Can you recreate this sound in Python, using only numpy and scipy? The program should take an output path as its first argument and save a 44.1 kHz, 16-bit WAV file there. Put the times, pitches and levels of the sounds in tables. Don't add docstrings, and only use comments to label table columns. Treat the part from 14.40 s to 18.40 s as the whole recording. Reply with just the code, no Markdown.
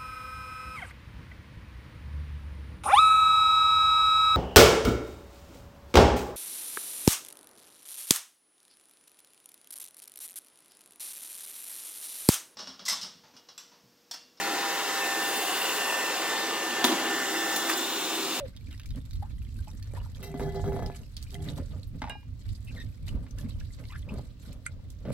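import sys
import numpy as np
from scipy import signal
from scipy.fft import rfft, irfft
from scipy.io import wavfile
from scipy.ndimage import uniform_filter1d

SR = 44100
rng = np.random.default_rng(int(sys.argv[2]) if len(sys.argv) > 2 else 0)


def transcribe(u):
    v = np.clip(np.atleast_2d(u).T, -1, 1)
    q = np.round(v * 32767).astype(np.int16)
    wavfile.write(sys.argv[1], SR, q)


N = 176400
T, HZ = np.arange(N) / SR, np.fft.rfftfreq(N, 1 / SR)

# f/Hz, coherence/0-1
COHERENCE = [(30, 0.9), (60, 0), (150, 0.98), (400, 0.99), (1000, 0.94), (2000, 0.98), (4000, 0.85),
             (8000, 0.06), (15000, 0)]
# f/Hz, level/dB
AIR_COLOUR = [(18, -77), (30, -80), (103, -25.5), (178, -12.5), (271, -5.5), (317, 7), (401, -5.5),
              (457, -3.5), (521, -1.5), (579, -4), (772, 0), (880, 0), (977, -1), (1690, -2), (1830, -5.5),
              (1980, -1.5), (2320, -9.5), (2710, -5), (3180, -7.5), (3620, -10), (5650, -14), (6110, -17.5),
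              (6970, -14), (9300, -21.5), (15700, -22.5)]
# lower edge/Hz, trim/dB, rms flutter/dB
AIR_BANDS = [(20, -3.5, 0.8), (440, -1, 0.6), (1233, 0, 0.5), (2194, 1, .5), (3300, 1.5, 0.77),
             (5180, 3, 0.74), (7980, 5, 0.43)]
# t/s, then level/dB for each band, bass first
AIR_LEVELS = [(0.03, -37.5, -37, -36, -39.5, -40, -43, -45), (0.49, -45.5, -36, -35, -40, -40, -42, -44),
              (0.73, -40, -37, -35.5, -42.5, -40, -42, -42.5),
              (1.01, -40.5, -35, -37.5, -38, -38.5, -41, -40),
              (1.21, -39.5, -35.5, -35, -39, -38.5, -41, -40),
              (1.54, -43.5, -35.5, -37.5, -41, -41.5, -40.5, -42.5),
              (1.96, -38, -35, -37, -38.5, -39, -42, -45),
              (2.23, -42, -35, -39.5, -40.5, -42.5, -42.5, -46),
              (2.42, -31.5, -35, -35.5, -39, -40, -42, -47.5),
              (2.57, -34, -32.5, -36, -36.5, -39.5, -42, -46),
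              (2.78, -37, -37.5, -35.5, -41.5, -42, -40.5, -44.5),
              (3.16, -38.5, -35.5, -37, -43, -40.5, -40.5, -43),
              (3.33, -39.5, -38.5, -38, -44, -39.5, -41, -42),
              (3.47, -44, -37.5, -40, -41, -42, -42, -43.5),
              (3.95, -37, -38.5, -42, -39, -41.5, -42, -42.5)]
# t/s, f/Hz, level/dB
DUCT_RESONANCE = [(0, 2692, -54), (.45, 2674, -49), (.65, 2620, -39), (.9, 2720, -41), (1.1, 2824, -38),
                  (1.45, 2770, -37.3), (1.7, 2680, -39), (1.9, 2770, -50), (2.15, 2790, -40.5),
                  (2.5, 2877, -44), (3.1, 2790, -45), (3.6, 3016, -42), (4, 2845, -50)]
# t/s, level/dB
SWISH_LEVEL = [(0, -51), (.7, -50), (1.45, -46), (1.75, -47), (2.1, -58), (2.8, -45), (3.15, -54),
               (3.4, -45), (3.7, -56), (4, -50)]
# t/s, f/Hz
BLADE_PITCH = [(0, 1790), (.3, 1787), (1.0, 1790), (1.75, 1791), (2.35, 1780), (3.0, 1779), (4, 1780)]
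# t/s, level/dB
BLADE_LEVEL = [(0, -41), (.2, -41), (.45, -45), (.62, -35.5), (.82, -35.5), (1.0, -43), (1.15, -50),
               (1.42, -38), (1.65, -35), (1.78, -45), (1.92, -36.5), (2.15, -41), (2.3, -37), (2.46, -36),
               (2.54, -44), (2.7, -34.5), (2.88, -41), (3.03, -36), (3.18, -38), (3.36, -47), (3.55, -52),
               (4, -55)]
# t/s, level/dB
OCTAVE_LEVEL = [(0, -49), (.8, -55), (1.1, -52), (1.7, -55), (1.95, -42), (2.15, -52), (2.7, -54),
                (2.95, -46), (3.15, -48), (3.3, -43), (4, -44.5)]
# t/s, f/Hz, level/dB
BRUSH_HUM = [(0, 797, -39), (.25, 797, -37), (.43, 793, -42), (.55, 787, -40), (.85, 792, -38.5),
             (1.1, 788, -43), (1.5, 781, -45.5), (1.8, 786.6, -45), (2.3, 794, -44.5), (2.8, 795.7, -43),
             (3.1, 789.4, -40.5), (3.5, 793.6, -47.5), (4, 775, -76)]
# ratio to motor pitch, tile level/dB, rug level/dB
GEAR_TONES = [(5 / 12, -56, -45), (6 / 12, -55, -47)]
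# f/Hz, relative level/dB
WHISTLE_TONES = [(15524, 0), (15557, -4), (13205, -7)]
# t/s, level/dB
WHISTLE_LEVEL = [(0, -61), (.35, -55), (.75, -61), (.88, -52), (1.35, -51), (1.5, -58), (1.95, -57),
                 (2.1, -64), (2.7, -63), (3.0, -52), (3.35, -52), (3.55, -59), (4, -56)]
# f/Hz, half-width/Hz, tile level/dB, rug level/dB
SHELL_MODES = [(196.4, 31, -61.5, -59.5), (259.7, 14, -58.5, -51.5), (304, 12.5, -59.5, -56),
               (368, 7.4, -58, -51), (420.6, 24, -47, -52), (529, 24, -50.5, -51), (720, 7.5, -48, -55),
               (984, 23, -45.5, -51.5), (1172, 8.27, -71, -48.5)]
# t/s, thump/dB, crack/dB, clack/dB, tick/dB
BLOWS = [(2.4402, 1, -14, -14, -18), (2.4422, -20, 2, -6, -3), (2.4483, -1, -2, -3, -3),
         (2.461, -9, -16, -7, -18), (2.469, -8, -15, -8, -20), (2.483, -8, -15, -13, -21),
         (2.491, -3, -14, -13, -20), (2.503, -3, -13, -10, -20), (2.519, -4, -11, -10, -20),
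         (2.527, -7, -16, -10, -24), (3.161, -40, -22, -18, -4), (3.288, -40, -24, -6, -20),
         (3.2945, -30, -22, 0, -15), (3.2995, -30, -16, -1, -12), (3.313, -36, -22, -3, -24)]
# f/Hz, relative level/dB, t60/s
CHASSIS_MODES = [(195, -8, .11), (250, 1.5, .08), (312, 1, .09), (371, -1, .09), (545, -12, .06),
                 (690, -6, .07), (810, -9, .06), (985, -2, .08)]
# f/Hz, relative level/dB
CRACK_COLOUR = [(130, -40), (240, 0), (1500, -1.5), (2700, 1), (3100, 3.5), (3850, 10), (4400, 0),
                (5500, -4), (6600, -0.5), (8000, -20), (15000, -29)]
# f/Hz, relative level/dB
CLACK_COLOUR = [(60, -63), (300, -17), (800, -7), (1150, 6), (1500, -4), (2100, 2), (3500, -20),
                (6000, -10), (15000, -20)]
# f/Hz, relative level/dB
TICK_COLOUR = [(80, -65), (500, -41), (2500, -9), (4500, -8), (7000, -6), (8500, -9.5), (10000, -5.5),
               (13500, -7), (16000, -6.5)]
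# f/Hz, t60/s
ROOM_DECAY = [(100, 0.16), (500, 0.95), (2000, 0.14), (6000, 0.59), (15000, 0.34)]
# t/s, level/dB
RASP_LEVEL = [(0, -70), (2.9, -58), (3.25, -44), (3.45, -38.5), (3.7, -39), (4, -41)]
# t/s, length/s, f/Hz, half-width/Hz, level/dB
EDGE_SCRAPES = [(3.262, .026, 12500, 2000, -41), (3.322, .026, 4900, 700, -35),
                (3.358, .036, 12600, 1000, -42), (3.368, .05, 7250, 350, -41)]


def amp(db):
    return 10 ** (np.asarray(db) / 20)


def unit(x):
    return x / np.sqrt(np.mean(x ** 2) + 1e-20)


def over_frequency(table, hz):
    f, value = np.transpose(table)
    return np.interp(np.log(hz + 1), np.log(f + 1), value)


def curves(table):
    times_s, *columns = np.transpose(table)
    return [np.interp(T, times_s, column) for column in columns]


def add(mix, start_s, sound):
    part = mix[:, round(start_s * SR):][:, :sound.shape[1]]
    part += sound[:, :part.shape[1]]


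def drift(rate_hz):
    return unit(irfft(rfft(rng.standard_normal(N)) / (1 + (HZ / rate_hz) ** 4), N))


def noise_pair(left_lag_s=.00005):
    common, separate = rfft(rng.standard_normal((2, N)))
    coherence = np.clip(over_frequency(COHERENCE, HZ), 0, 1)
    left = common * np.exp(-2j * np.pi * HZ * left_lag_s)
    right = coherence * common + np.sqrt(1 - coherence ** 2) * separate
    return np.array([left, right])


def ring(spectra, hz, half_width_hz):
    return unit(irfft(spectra / (1 + ((HZ - hz) / half_width_hz) ** 2), N))


def rub(hz, half_width_hz, rough_db=3):
    centre_hz = np.mean(hz)
    band = signal.hilbert(ring(noise_pair(), centre_hz, half_width_hz))
    shift = np.exp(2j * np.pi * np.cumsum(hz - centre_hz + np.zeros(N)) / SR)
    return unit((band * shift).real * amp(rough_db * drift(rate_hz=200)))


def tone(hz, scatter):
    paths = np.array([1 + scatter * (drift(rate_hz=19) + 1j * drift(rate_hz=13)) for _ in range(2)])
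    return unit((paths * np.exp(2j * np.pi * np.cumsum(hz) / SR)).real)


def floor_gain(tile_db, rug_db, start_s=1.5, full_s=2.73):
    on_rug = np.clip((T - start_s) / (full_s - start_s), 0, 1)
    return amp(tile_db + (rug_db - tile_db) * on_rug)


def airflow():
    air = noise_pair() * amp(over_frequency(AIR_COLOUR, HZ))
    band_index = np.searchsorted([row[0] for row in AIR_BANDS], HZ) - 1
    out = np.zeros((2, N))
    for k, ((_, trim_db, flutter_db), db) in enumerate(zip(AIR_BANDS, curves(AIR_LEVELS))):
        band = unit(irfft(air * (band_index == k), N))
        out += amp(db + trim_db + flutter_db * drift(rate_hz=20)) * band
    return out


def exhaust_duct():
    hz, db = curves(DUCT_RESONANCE)
    return amp(db) * rub(hz, half_width_hz=150)


def side_brush(centre_hz=7200, wander_hz=260):
    hz = centre_hz + wander_hz * drift(rate_hz=3)
    return amp(curves(SWISH_LEVEL)[0]) * rub(hz, half_width_hz=380)


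def reflections(x, positions=9, ripple_db=4, ripple_hz=45.3, onset_hz=700):
    out, position = np.zeros((2, N)), np.linspace(0, positions - 1, N)
    for k in range(positions):
        ripple = unit(uniform_filter1d(rng.standard_normal(len(HZ)), int(ripple_hz / HZ[1])))
        colour = unit(amp(ripple_db * ripple * HZ / (HZ + onset_hz)))
        crossfade = np.maximum(1 - abs(position - k), 0)
        out += crossfade * irfft(rfft(x) * colour, N)
    return out


def fan(waver_hz=.99):
    hz = curves(BLADE_PITCH)[0] + waver_hz * drift(rate_hz=32)
    blade = amp(curves(BLADE_LEVEL)[0]) * tone(hz, scatter=.12)
    octave = amp(curves(OCTAVE_LEVEL)[0]) * tone(2 * hz, scatter=.35)
    return blade + octave


def brush_motor(waver_hz=2.7):
    hz, db = curves(BRUSH_HUM)
    hz = hz + waver_hz * drift(rate_hz=20)
    hum = amp(db) * tone(hz, scatter=.074)
    for ratio, tile_db, rug_db in GEAR_TONES:
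        flutter = 1 + .51 * drift(rate_hz=23)
        hum += floor_gain(tile_db, rug_db) * flutter * tone(ratio * hz, scatter=.017)
    return hum


def drive_whistles():
    tones = sum(amp(db) * tone(np.full(N, hz), scatter=.67) for hz, db in WHISTLE_TONES)
    return amp(curves(WHISTLE_LEVEL)[0]) * tones


def roller():
    shake = noise_pair()
    return sum(floor_gain(tile_db, rug_db) * ring(shake, hz, half_width_hz)
               for hz, half_width_hz, tile_db, rug_db in SHELL_MODES)


def plastic_burst(colour, t60_s, strike_s=.0002):
    t = T[:4096]
    noise = irfft(noise_pair() * amp(over_frequency(colour, HZ)), N)[:, :len(t)]
    envelope = amp(-60 * t / t60_s) * (1 - np.exp(-t / strike_s))
    return unit(noise * envelope) / np.sqrt(len(t))


def knocks(low_cut_hz=170):
    body, parts, t = np.zeros((2, N)), np.zeros((2, N)), T[:SR // 3]
    thump = sum((-1) ** k * amp(db - 60 * t / t60_s) * np.sin(2 * np.pi * hz * t)
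                for k, (hz, db, t60_s) in enumerate(CHASSIS_MODES))
    for start_s, thump_db, crack_db, clack_db, tick_db in BLOWS:
        add(body, start_s, amp(thump_db - 25) * np.array([thump, thump]))
        add(parts, start_s, amp(crack_db + 4.5) * plastic_burst(CRACK_COLOUR, t60_s=.024))
        add(parts, start_s, amp(clack_db - 1.5) * plastic_burst(CLACK_COLOUR, t60_s=.034))
        add(parts, start_s, amp(tick_db + 5) * plastic_burst(TICK_COLOUR, t60_s=.089))
    reverb = room(amp(-6) * body + amp(-6.5) * parts)
    high_pass = signal.butter(6, low_cut_hz, "high", fs=SR, output="sos")
    return signal.sosfilt(high_pass, body + parts + reverb)


def room(x, build_s=.012):
    hz, t, noise = signal.stft(irfft(noise_pair(), N)[:, :SR // 2], SR, nperseg=256)
    envelope = amp(-60 * t / over_frequency(ROOM_DECAY, hz)[:, None]) * np.minimum(t / build_s, 1)
    _, tail = signal.istft(noise * envelope, SR, nperseg=256)
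    return signal.fftconvolve(x, tail / np.linalg.norm(tail[0]), axes=1)[:, :N]


def rug_rasp():
    whine = amp(-6) * ring(noise_pair(), hz=3865, half_width_hz=8)
    return amp(curves(RASP_LEVEL)[0]) * (rub(hz=3900, half_width_hz=300) + whine)


def scrapes(rough_db=3):
    friction, out = noise_pair(), np.zeros((2, N))
    grain = unit(amp(rough_db * drift(rate_hz=270)))
    for start_s, length_s, hz, half_width_hz, db in EDGE_SCRAPES:
        swell = np.sin(np.pi * np.clip((T - start_s) / length_s, 0, 1))
        out += amp(db) * swell * ring(friction, hz, half_width_hz)
    return grain * out


def scene():
    lean_left, lean_right = amp([[.3], [-.3]]), amp([[-.8], [.8]])
    rush = lean_left * reflections(airflow() + exhaust_duct() + side_brush() + rug_rasp())
    motors = lean_right * fan() + brush_motor() + lean_right * drive_whistles()
    return rush + motors + roller() + knocks() + scrapes()


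def record(dry):
    edge_hz = 15850
    low_pass = signal.firwin(511, edge_hz, window=("kaiser", 9), fs=SR)
    return signal.oaconvolve(dry, low_pass[None], "same")


dry = scene()
out = record(dry)
transcribe(out)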